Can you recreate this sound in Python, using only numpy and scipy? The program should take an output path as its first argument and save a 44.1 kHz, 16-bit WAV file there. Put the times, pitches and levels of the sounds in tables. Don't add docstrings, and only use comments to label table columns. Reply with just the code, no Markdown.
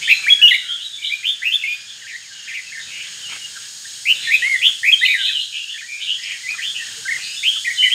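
import sys
import numpy as np
from scipy import signal
from scipy.fft import rfft, irfft
from scipy.io import wavfile
from scipy.ndimage import uniform_filter1d, minimum_filter1d, map_coordinates

SR = 44100
rng = np.random.default_rng(int(sys.argv[2]) if len(sys.argv) > 2 else 0)


def generate_wav(sig):
    pcm = np.round(np.clip(np.atleast_2d(sig).T, -1, 1) * 32767).astype(np.int16)
    wavfile.write(sys.argv[1], SR, pcm)


N = 350137
TIME = np.arange(N) / SR


def gain_of(db):
    return 10 ** (np.asarray(db) / 20)


def unit_rms(x):
    return x / np.sqrt(np.mean(x ** 2) + 1e-20)


def at_hz(points, hz):
    point_hz, value = np.transpose(points)
    return np.interp(np.log(hz + 1), np.log(point_hz + 1), value)


def over_time(rows):
    times_s, *columns = np.transpose(rows)
    return [np.interp(TIME, times_s, column) for column in columns]


def add(mix, start_s, sound):
    part = mix[max(round(start_s * SR), 0):][:len(sound)]
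    part += sound[:len(part)]


def samples(start_s, end_s):
    return np.arange(max(int(start_s * SR), 0), min(int(end_s * SR), N))


def noise(spectrum):
    colour = gain_of(at_hz(spectrum, np.fft.rfftfreq(N, 1 / SR)))
    return unit_rms(irfft(rfft(rng.standard_normal(N)) * colour, N))


def wander(per_s):
    knots = rng.standard_normal(N // 16)
    return unit_rms(map_coordinates(knots, [TIME * per_s], order=1, mode="wrap"))


def fade(count, rise_s, fall_s):
    t = np.arange(count) / SR
    return np.sin(np.pi / 2 * np.clip(t / rise_s, 0, 1) * np.clip((t[-1] - t) / fall_s, 0, 1)) ** 2


# frequency in Hz, relative density in dB.
RUMBLE_SPECTRUM = [(15, -58), (25, -32), (98, -2.5), (149, -3.5), (329, -13.5), (445, -12.5), (485, -12.5),
                   (726, -16.5), (845, -11.5), (1090, -15), (1400, -7), (1820, -5), (3080, -120)]
CHORUS_SPECTRUM = [(900, -28), (1300, -17.5), (1650, -2), (2100, -9), (2500, -7), (3200, 4), (3800, -8),
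                   (4800, -53)]
# time in seconds, level before trim in dB.
RUMBLE_SWELL = [(0.0, -54), (0.97, -63), (1.7, -62.5), (2.76, -60.5), (2.87, -56.5), (3.56, -58),
                (3.85, -62), (4.33, -53.5), (4.49, -56.5), (4.84, -63), (5.31, -61), (5.46, -66.5),
                (6.08, -64.5), (6.85, -56), (7.16, -53.5), (7.38, -61), (7.94, -58)]
def yard_ambience(rumble_trim_db=3, chorus_db=-41.5, chorus_follow=0.67):
    swell_db, = over_time(RUMBLE_SWELL)
    rumble = noise(RUMBLE_SPECTRUM) * gain_of(swell_db + rumble_trim_db + wander(6.9))
    chorus_swell_db = chorus_follow * (swell_db - swell_db.mean()) + 1.8 * wander(14)
    return rumble + noise(CHORUS_SPECTRUM) * gain_of(chorus_db + chorus_swell_db)


# frequency in Hz, relative density in dB.
WHINE_SPECTRUM = [(3000, -29.5), (3800, -1.5), (4150, -3), (4400, 1), (4650, -3.5), (5100, -0.5),
                  (5900, -5.5), (6300, -4), (6650, 5), (7000, -2.5), (7500, -9.5), (9000, -44)]
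SIZZLE_SPECTRUM = [(6000, -33.5), (7000, -4), (7500, 1), (8500, 2.5), (9200, -5), (10000, -10.5),
                   (11000, -13.5), (12200, -18.5), (14200, -15.5), (15500, -23)]
# time in seconds, whine before trim in dB, sizzle in dB.
CICADA_SWELL = [(0.0, -37.5, -41), (0.33, -39.5, -43), (0.57, -44.5, -46.5), (1.55, -44.5, -49.5),
                (2.41, -42.5, -50.5), (3.25, -39, -43), (4.25, -38, -40), (5.28, -41.5, -42),
                (5.64, -41, -47), (5.97, -41, -47), (6.9, -37, -40.5), (7.94, -37, -38.5)]
def cicadas(whine_trim_db=3):
    whine_db, sizzle_db = over_time(CICADA_SWELL)
    whine = noise(WHINE_SPECTRUM) * gain_of(whine_db + whine_trim_db + 0.5 * wander(90))
    sizzle = noise(SIZZLE_SPECTRUM) * gain_of(sizzle_db + 0.34 * wander(90))
    return whine + sizzle


# start in seconds, length in seconds, pitch in Hz, level in dB.
HOOT_NOTES = [(4.07, 0.13, 533, -58), (4.33, 0.19, 526, -59), (4.57, 0.08, 530, -58),
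              (5.21, 0.088, 635, -56), (6.962, 0.057, 450, -43)]
def hoots():
    out = np.zeros(N)
    for start_s, length_s, hz, db in HOOT_NOTES:
        t = np.arange(int(length_s * SR)) / SR
        tone = np.sqrt(2) * np.sin(2 * np.pi * hz * t)
        add(out, start_s, gain_of(db) * tone * fade(len(t), rise_s=0.051, fall_s=0.037))
    return out


# frequency in Hz, T60 in seconds.
YARD_T60 = [(1000, 0.31), (2200, 0.45), (3400, 0.49), (12000, 0.32)]
SCATTER_T60 = [(1500, 0.38), (4000, 0.072)]
def echo(x, t60_curve, delay_s):
    taps = np.zeros(SR)
    slots = np.arange(0, SR - 20, 20)
    taps[slots + rng.integers(0, 20, len(slots))] = rng.choice([-1., 1.], len(slots))
    hz, t, bands = signal.stft(taps, SR, nperseg=256)
    decay = gain_of(-60 * t / at_hz(t60_curve, hz)[:, None])
    _, tail = signal.istft(bands * decay, SR, nperseg=256)
    response = np.concatenate([np.zeros(int(delay_s * SR)), tail / np.linalg.norm(tail)])
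    return signal.oaconvolve(x, response)[:N]


def wire_sheen(x, cutoff_hz=6000):
    treble = signal.sosfilt(signal.butter(6, cutoff_hz, "high", fs=SR, output="sos"), x)
    return echo(treble, YARD_T60, delay_s=0.0028)


# delay in seconds, gain.
CAGE_TAPS = [(.0023, 0.63), (.0041, -1.5), (.0068, 0.72), (0.0091, -0.82), (0.0138, 0.69), (0.018, -0.36)]
def cage(aside):
    out = 0.4 * echo(aside, SCATTER_T60, delay_s=0.004)
    for delay_s, gain in CAGE_TAPS:
        add(out, delay_s, gain * aside)
    return out


# multiple of the pitch, relative level before glint in dB.
HARMONICS = [(2, -34.5), (3, -38.5), (4, -55), (5, -35)]
# frequency in Hz, gain in dB.
HARMONIC_GLINT = [(5000, 6), (6000, 0.5), (6900, 2.5), (8600, -1), (9600, -1.5), (10300, 4.5), (11200, 3),
                  (12200, 1), (13600, 1), (15500, -6)]
def syrinx(hz, db, depth_hz, trill_cycles, throb):
    trill_phase = 2 * np.pi * trill_cycles
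    phase = 2 * np.pi * np.cumsum(hz + depth_hz * np.cos(trill_phase)) / SR
    strength = gain_of(db) * (1 + throb * depth_hz / (depth_hz + 200) * np.sin(trill_phase))
    overtones = sum(gain_of(harmonic_db + at_hz(HARMONIC_GLINT, k * hz)) * np.sin(k * phase)
                    for k, harmonic_db in HARMONICS)
    return np.sqrt(2) * strength * (np.sin(phase) + overtones)


def faint_trills(count=32):
    starts_s = (np.arange(count) + rng.random(count)) / count * TIME[-1]
    lengths_s = rng.uniform(0.046, 0.086, count)
    hz = rng.uniform(2790, 3810, count)
    db = rng.uniform(-52, -43, count)
    depths_hz = rng.uniform(120, 300, count)
    return list(zip(starts_s, lengths_s, hz, db, depths_hz))


# start in seconds, length in seconds, pitch in Hz, source level in dB,
# trill depth in Hz.
FAR_TRILLS = [(0, 0.035, 2380, -21, 280), (0, 0.12, 3348, -26, 325), (0.096, 0.088, 4040, -29.5, 117),
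              (0.392, 0.035, 1695, -35, 91.5), (0.504, .051, 3703, -20, 241),
              (0.706, 0.037, 3443, -28, 148.1), (0.791, 0.046, 3265, -31.5, 430),
              (0.919, 0.053, 3500, -31.5, 134), (1.031, 0.051, 3440, -22.5, 506),
              (1.589, 0.088, 2656, -31, 140), (1.655, 0.1, 3284, -36.5, 320),
              (1.865, 0.064, 3400, -37.5, 170), (2.797, 0.033, 3700, -32.5, 170),
              (2.864, .047, 2575, -41, 90), (2.905, .125, 2587, -35.5, 420),
              (3.292, 0.049, 2686, -33.5, 580), (4.145, 0.036, 3625, -30, 250),
              (4.204, 0.098, 3720, -29, 360), (4.229, .063, 2375, -32.5, 420),
              (4.319, .047, 3555, -27, 333), (4.385, 0.079, 2880, -34, 290),
              (4.986, .14, 3726, -24.5, 140.4), (5.036, 0.033, 3840, -23, 334.8),
              (5.185, .072, 3385, -22, 441), (5.237, 0.06, 3522, -19, 459), (5.26, 0.037, 2530, -28, 100),
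              (5.384, 0.05, 3444, -25, 630), (5.529, .067, 2887, -27.5, 435),
              (5.679, 0.057, 3130, -30, 375), (5.879, 0.15, 2396, -34.5, 105),
              (6.011, 0.037, 3330, -24.5, 440), (6.066, .073, 3053, -23, 290),
              (6.222, 0.062, 2580, -31.5, 632), (6.294, 0.024, 2540, -24, 600),
              (6.33, 0.023, 1896, -34.5, 86.4), (6.754, 0.024, 2790, -22.5, 205.2),
              (7.177, 0.2, 2695, -37, 265), (7.221, 0.051, 4010, -31.5, 432),
              (7.362, 0.063, 3540, -28, 174), (7.513, 0.063, 3210, -24, 255),
              (7.743, 0.051, 3740, -32, 320)]
# start in seconds, length in seconds, first and last pitch in Hz,
# source level in dB.
FAR_GLIDES = [(.23, 0.043, 2345, 2360, -26.5), (0.622, 0.11, 1530, 1379, -48.5),
              (.68, .036, 3246, 3255, -20), (0.827, 0.038, 3940, 3810, -27),
              (0.989, 0.046, 2318, 2326, -33.5), (2.318, 0.13, 3000, 2760, -46),
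              (2.637, 0.069, 2830, 2480, -40), (3.015, 0.038, 2600, 1890, -42.5),
              (3.225, 0.05, 3200, 2810, -36), (3.308, 0.061, 2420, 2003, -44),
              (3.409, 0.054, 2965, 2800, -36.5), (4.555, 0.044, 3520, 3310, -31),
              (5.32, 0.068, 3407, 2826, -23.5), (5.59, 0.085, 2866, 2704, -34.5),
              (6.188, .03, 1896, 2013, -35), (6.789, 0.036, 2023, 1760, -34.5),
              (7.782, 0.081, 3078, 3000, -18)]
def far_bulbuls(trills_per_s=100, jitter=0.013, climb_per_depth=0.85, waver_hz=61):
    out, unsteady, drift = np.zeros(N), wander(400), wander(50)
    notes = []
    for start_s, length_s, hz, db, depth_hz in FAR_TRILLS + faint_trills():
        half_climb_hz = climb_per_depth * depth_hz / 2
        notes.append((start_s, length_s, hz - half_climb_hz, hz + half_climb_hz, db, depth_hz))
    notes += [(*row, waver_hz) for row in FAR_GLIDES]
    for start_s, length_s, first_hz, last_hz, db, depth_hz in notes:
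        at = samples(start_s - 0.022, start_s + length_s)
        hz = np.linspace(first_hz, last_hz, len(at)) * (1 + jitter * unsteady[at])
        trill_cycles = np.cumsum(trills_per_s * (1 + 0.1963 * drift[at])) / SR
        opening = 0.65 + 0.35 * np.sin(np.linspace(0, np.pi, len(at)))
        note = syrinx(hz, db, depth_hz * opening, trill_cycles, throb=0.67)
        out[at] += note * fade(len(at), rise_s=0.044, fall_s=0.008)
    return out


# start in seconds, length in seconds, first and last pitch in Hz, level in dB.
SLUR_NOTES = [(1.72, 0.14, 4600, 5040, -45.5), (6.233, 0.013, 4660, 5580, -29),
              (6.502, 0.0148, 3890, 5360, -31), (7.229, 0.16, 4630, 5180, -37.5)]
def small_bird(jitter=0.0027):
    out, unsteady = np.zeros(N), wander(100)
    for start_s, length_s, first_hz, last_hz, db in SLUR_NOTES:
        at = samples(start_s, start_s + length_s)
        hz = np.linspace(first_hz, last_hz, len(at)) * (1 + jitter * unsteady[at])
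        note = syrinx(hz, db, depth_hz=0, trill_cycles=0, throb=0)
        out[at] += note * fade(len(at), rise_s=0.0026, fall_s=0.0017)
    return out


# frequency in Hz, relative density in dB.
FEATHER_SPECTRUM = [(100, -14), (400, -14), (800, -8), (1700, 3.5), (3000, -5), (6000, -22), (14000, -46)]
# start in seconds, length in seconds, level in dB.
WING_FLUTTERS = [(0.091, 0.29, -44), (3.259, .15, -37), (4.441, 0.063, -43.5), (4.669, 0.046, -39),
                 (6.214, 0.17, -50), (6.477, 0.11, -44), (7.167, 0.035, -34)]
def wings(beats_per_s=28):
    strength = np.zeros(N)
    for start_s, length_s, db in WING_FLUTTERS:
        t = np.arange(int(length_s * SR)) / SR
        beats = 1 + 0.46 * np.cos(2 * np.pi * beats_per_s * t)
        add(strength, start_s, gain_of(db) * np.hanning(len(t)) * beats)
    return strength * noise(FEATHER_SPECTRUM)


def note_span(start_s, length_s):
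    at = samples(start_s - 0.002, start_s + length_s + 0.006)
    return at, np.clip((TIME[at] - start_s) / length_s, 0, 1)


def flick(start_s, length_s, low_hz, peak_hz, db, depth_hz, trills_per_s=95, away=0.38, peak_at=0.3):
    at, progress = note_span(start_s, length_s)
    push = (progress / peak_at * np.exp(1 - progress / peak_at)) ** 2
    hz = low_hz + (peak_hz - low_hz) * push
    opening = 0.51 + 0.49 * push
    return at, hz, db - 0.5 * push, depth_hz * opening, trills_per_s, away


def whistle(start_s, length_s, first_hz, middle_hz, last_hz, db, swell_db, depth_hz, trills_per_s, away):
    at, progress = note_span(start_s, length_s)
    slope_hz = (last_hz - first_hz) * (progress - 0.5)
    bow_hz = ((first_hz + last_hz) / 2 - middle_hz) * (2 * progress - 1) ** 2
    level_db = db + swell_db * (progress - 0.5)
    return at, middle_hz + slope_hz + bow_hz, level_db, depth_hz, trills_per_s, away


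def chirp(start_s, length_s, first_hz, top_hz, climb, db, loudest_at, depth_hz, trills_per_s, away,
          crescendo_db=13.5, release_db=9):
    at, progress = note_span(start_s, length_s)
    hz = top_hz - (top_hz - first_hz) * (1 - progress) ** climb
    level_db = db - np.interp(progress, [0, loudest_at, 1], [crescendo_db, 0, release_db])
    opening = 0.15 + 0.85 * np.sin(np.pi * progress ** 0.73)
    return at, hz, level_db, depth_hz * opening, trills_per_s, away


# start in seconds, length in seconds, low and peak pitch in Hz, level in dB,
# trill depth in Hz.
FLICK_NOTES = [(2.067, .056, 1950, 2540, -36.5, 423), (2.474, .054, 1830, 2420, -32.5, 294),
               (2.533, 0.064, 2036, 2594, -29, 338), (2.719, 0.046, 1700, 2177, -34.5, 130),
               (2.771, 0.039, 1743, 1983, -33, 231), (7.646, 0.0245, 1960, 2310, -25, 190),
               (7.702, 0.015, 1934, 2275, -21, 70.5), (7.825, 0.036, 2120, 2272, -19, 170)]
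# start in seconds, length in seconds, first, middle and last pitch
# in Hz, level in dB, swell in dB, trill depth in Hz, trills per second, turned away 0-1.
WHISTLE_NOTES = [(.266, 0.032, 1606, 2113, 2560, -14, 11.5, 26, 95, 0.1),
                 (0.3, 0.038, 3330, 3326, 3357, -7.5, 2, 5, 120, 0.27),
                 (0.416, .012, 2920, 2645, 2730, -10.5, 1, 74, 83, 0),
                 (0.425, 0.043, 2945, 2907, 2830, -3.5, -2.5, 6.9, 79, 0),
                 (.474, .028, 3054, 3170, 2894, -8, -2, 280, 91, 0.2),
                 (0.509, 0.0262, 2260, 1960, 2020, -12, 5, 24, 92, .04),
                 (0.539, 0.03, 2240, 2190, 2100, -16.5, -11, 130, 104, .04),
                 (1.637, 0.031, 2250, 2157, 2220, -22, -7, 35, 91, 0.04),
                 (1.675, 0.078, 2386, 2438, 2445, -20, -3, 11, 95, 0.08),
                 (2.126, .038, 1955, 1860, 2000, -32, 9, 91, 89, 0.15),
                 (2.017, .045, 1990, 1670, 1555, -43.5, -11, 22, 95, 0.57),
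                 (2.212, 0.12, 3000, 1980, 1530, -47.5, 1, 12, 120, .3),
                 (3.557, 0.021, 1680, 1566, 1460, -35.5, 4, 106, 114, 0.3),
                 (3.846, 0.014, 1575, 1730, 1820, -38, 3, 92, 99, 0.36),
                 (4.272, .032, 1877, 1811, 1860, -22, 0, 21, 97, 0.1),
                 (4.422, 0.065, 1852, 2080, 2210, -17, -0.5, 21, 110, 0),
                 (4.496, 0.07, 2146, 2113, 1860, -16, -3, 25, 82, 0.14),
                 (4.916, .006, 2590, 2650, 3000, -13, 8, 100, 91, 0.1),
                 (4.923, 0.023, 3320, 3234, 3090, -6, 5, 8, 82, 0.11),
                 (5.012, 0.031, 1714, 1930, 2045, -15, 20.5, 21, 93, 0.15),
                 (5.049, 0.019, 2530, 2850, 2540, -12.5, 9, 200, 72, 0.25),
                 (5.081, 0.06, 2300, 2390, 2280, -15.5, -1, 144, 81, 0.13),
                 (5.141, 0.026, 2090, 1975, 1825, -18, -6, 120, 84, 0.1),
                 (5.173, 0.064, 1675, 1593, 1490, -31.5, -5, 8, 97, .17),
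                 (5.284, .036, 2044, 1697, 1464, -34.5, -6, 35, 90, 0.43),
                 (5.741, 0.04, 1910, 1800, 1770, -36, -4, 80, 110, 0.03),
                 (5.777, 0.04, 2040, 2490, 1670, -35.5, 0, 5, 90, .24),
                 (5.815, 0.04, 1455, 1880, 1870, -36, 3, 20, 71, 0.47),
                 (6.433, .034, 2050, 2016, 1960, -36.5, 2, 16, 91, 0.58),
                 (6.534, 0.042, 1570, 1290, 1180, -47, -2, 30, 93, 0.52),
                 (6.578, 0.026, 1890, 1853, 1790, -32.5, -1, 150, 124, 0.87),
                 (7.052, 0.025, 1564, 1570, 1680, -27, 2, 10, 33, 0.2),
                 (7.08, 0.091, 1930, 2034, 1876, -22.5, -3, 185, 25.8, .04),
                 (7.553, 0.019, 1710, 1410, 1300, -44, -5, 78, 93, 0.4),
                 (7.669, 0.035, 1927, 1905, 1896, -19.5, -3, 12, 120, 0.17),
                 (7.852, 0.035, 2020, 1977, 1995, -19.5, -1, 30, 86, 0.55)]
# start in seconds, length in seconds, first and top pitch in Hz,
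# climb (1 even, 4 early), level in dB, loudest point 0-1, trill depth in Hz, trills per second,
# turned away 0-1.
CHIRP_NOTES = [(0.076, 0.057, 1800, 2553, 2.9, -7, 0.77, 300, 79, 0.37),
               (1.096, 0.057, 2120, 2413, 2.8, -19.5, 0.65, 70, 85, 0.35),
               (1.229, 0.11, 2055, 3445, 3.6, -18.5, .38, 250, 124.4, .6),
               (1.418, .082, 1685, 2737, 2.83, -18.5, .6, 150, 101.6, .6),
               (1.511, 0.047, 2840, 3450, 2.64, -11.5, 0.71, 173, 100, 0.56),
               (4.055, 0.077, 2120, 2962, 1.87, -8.5, 0.73, 220, 90, 0.25),
               (4.301, 0.065, 1860, 2530, 2.46, -8, .75, 170, 95.6, 0.14),
               (4.615, 0.089, 2230, 3305, 2.9, -8, 0.58, 340, 142.5, 0.15),
               (4.832, .075, 1880, 2549, 1.5, -7.5, 0.88, 240, 97.5, 0.03),
               (6.464, 0.084, 1990, 2480, 4.1, -24.5, 0.27, 120, 91, 0.49),
               (6.603, .13, 1810, 3394, 4, -22.5, 0.33, 260, 116.8, 0.48),
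               (7.43, 0.073, 2150, 3230, 1.69, -11, 0.79, 260, 126, 0.29),
               (7.898, 0.037, 2190, 3240, 2.2, -16, 0.77, 230, 93, .68)]
def caged_bulbul(jitter=0.0053, flicker_db=1.92, fizz_db=-35.5):
    ahead, aside = np.zeros((2, N))
    unsteady, flicker, drift = wander(600), wander(300), wander(60)
    air = fizz_noise()
    notes = [chirp(*row) for row in CHIRP_NOTES]
    notes += [whistle(*row) for row in WHISTLE_NOTES]
    notes += [flick(*row) for row in FLICK_NOTES]
    for at, hz, db, depth_hz, trills_per_s, away in notes:
        trill_cycles = np.cumsum(trills_per_s * (1 + 0.1 * drift[at])) / SR
        unsteady_hz = hz * (1 + jitter * unsteady[at])
        tone = syrinx(unsteady_hz, db + flicker_db * flicker[at], depth_hz, trill_cycles, throb=0.46)
        fizz = air[at] * gain_of(fizz_db + db) * (0.4 + depth_hz / (depth_hz + 30))
        note = (tone + fizz) * fade(len(at), rise_s=0.005, fall_s=0.012)
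        ahead[at] += np.sqrt(1 - away ** 2) * note
        aside[at] += away * note
    return ahead, aside


# frequency in Hz, relative density in dB.
FIZZ_SPECTRUM = [(4000, -1.5), (9000, -31), (10500, 9.5), (13500, 6.5), (15500, 7)]
def fizz_noise():
    return noise(FIZZ_SPECTRUM)


def scene():
    ahead, aside = caged_bulbul()
    far = far_bulbuls()
    near = ahead + cage(aside) + small_bird()
    close = near + gain_of(-13) * echo(near, YARD_T60, delay_s=0.012)
    blurred = 0.5 * far + 0.75 * echo(far, SCATTER_T60, delay_s=0)
    distant = gain_of(1.5) * blurred + gain_of(-3.5) * echo(far, YARD_T60, delay_s=0.01)
    sheen = gain_of(-9) * wire_sheen(ahead + 2 * aside + 2 * far)
    return (yard_ambience() + cicadas() + hoots() + distant + sheen + wings() + close)[None]


def record(dry, low_cut_hz=38, ceiling=0.97, high_cut_hz=15700):
    lean = signal.sosfilt(signal.butter(4, low_cut_hz, "high", fs=SR, output="sos"), dry)
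    needed_gain = 1 / np.maximum(abs(lean) / ceiling, 1)
    limited = lean * uniform_filter1d(minimum_filter1d(needed_gain, size=129), size=129)
    lowpass = signal.firwin(511, high_cut_hz, window=("kaiser", 9), fs=SR)
    return signal.oaconvolve(limited, lowpass[None], "same")


dry = scene()
out = record(dry)
generate_wav(out)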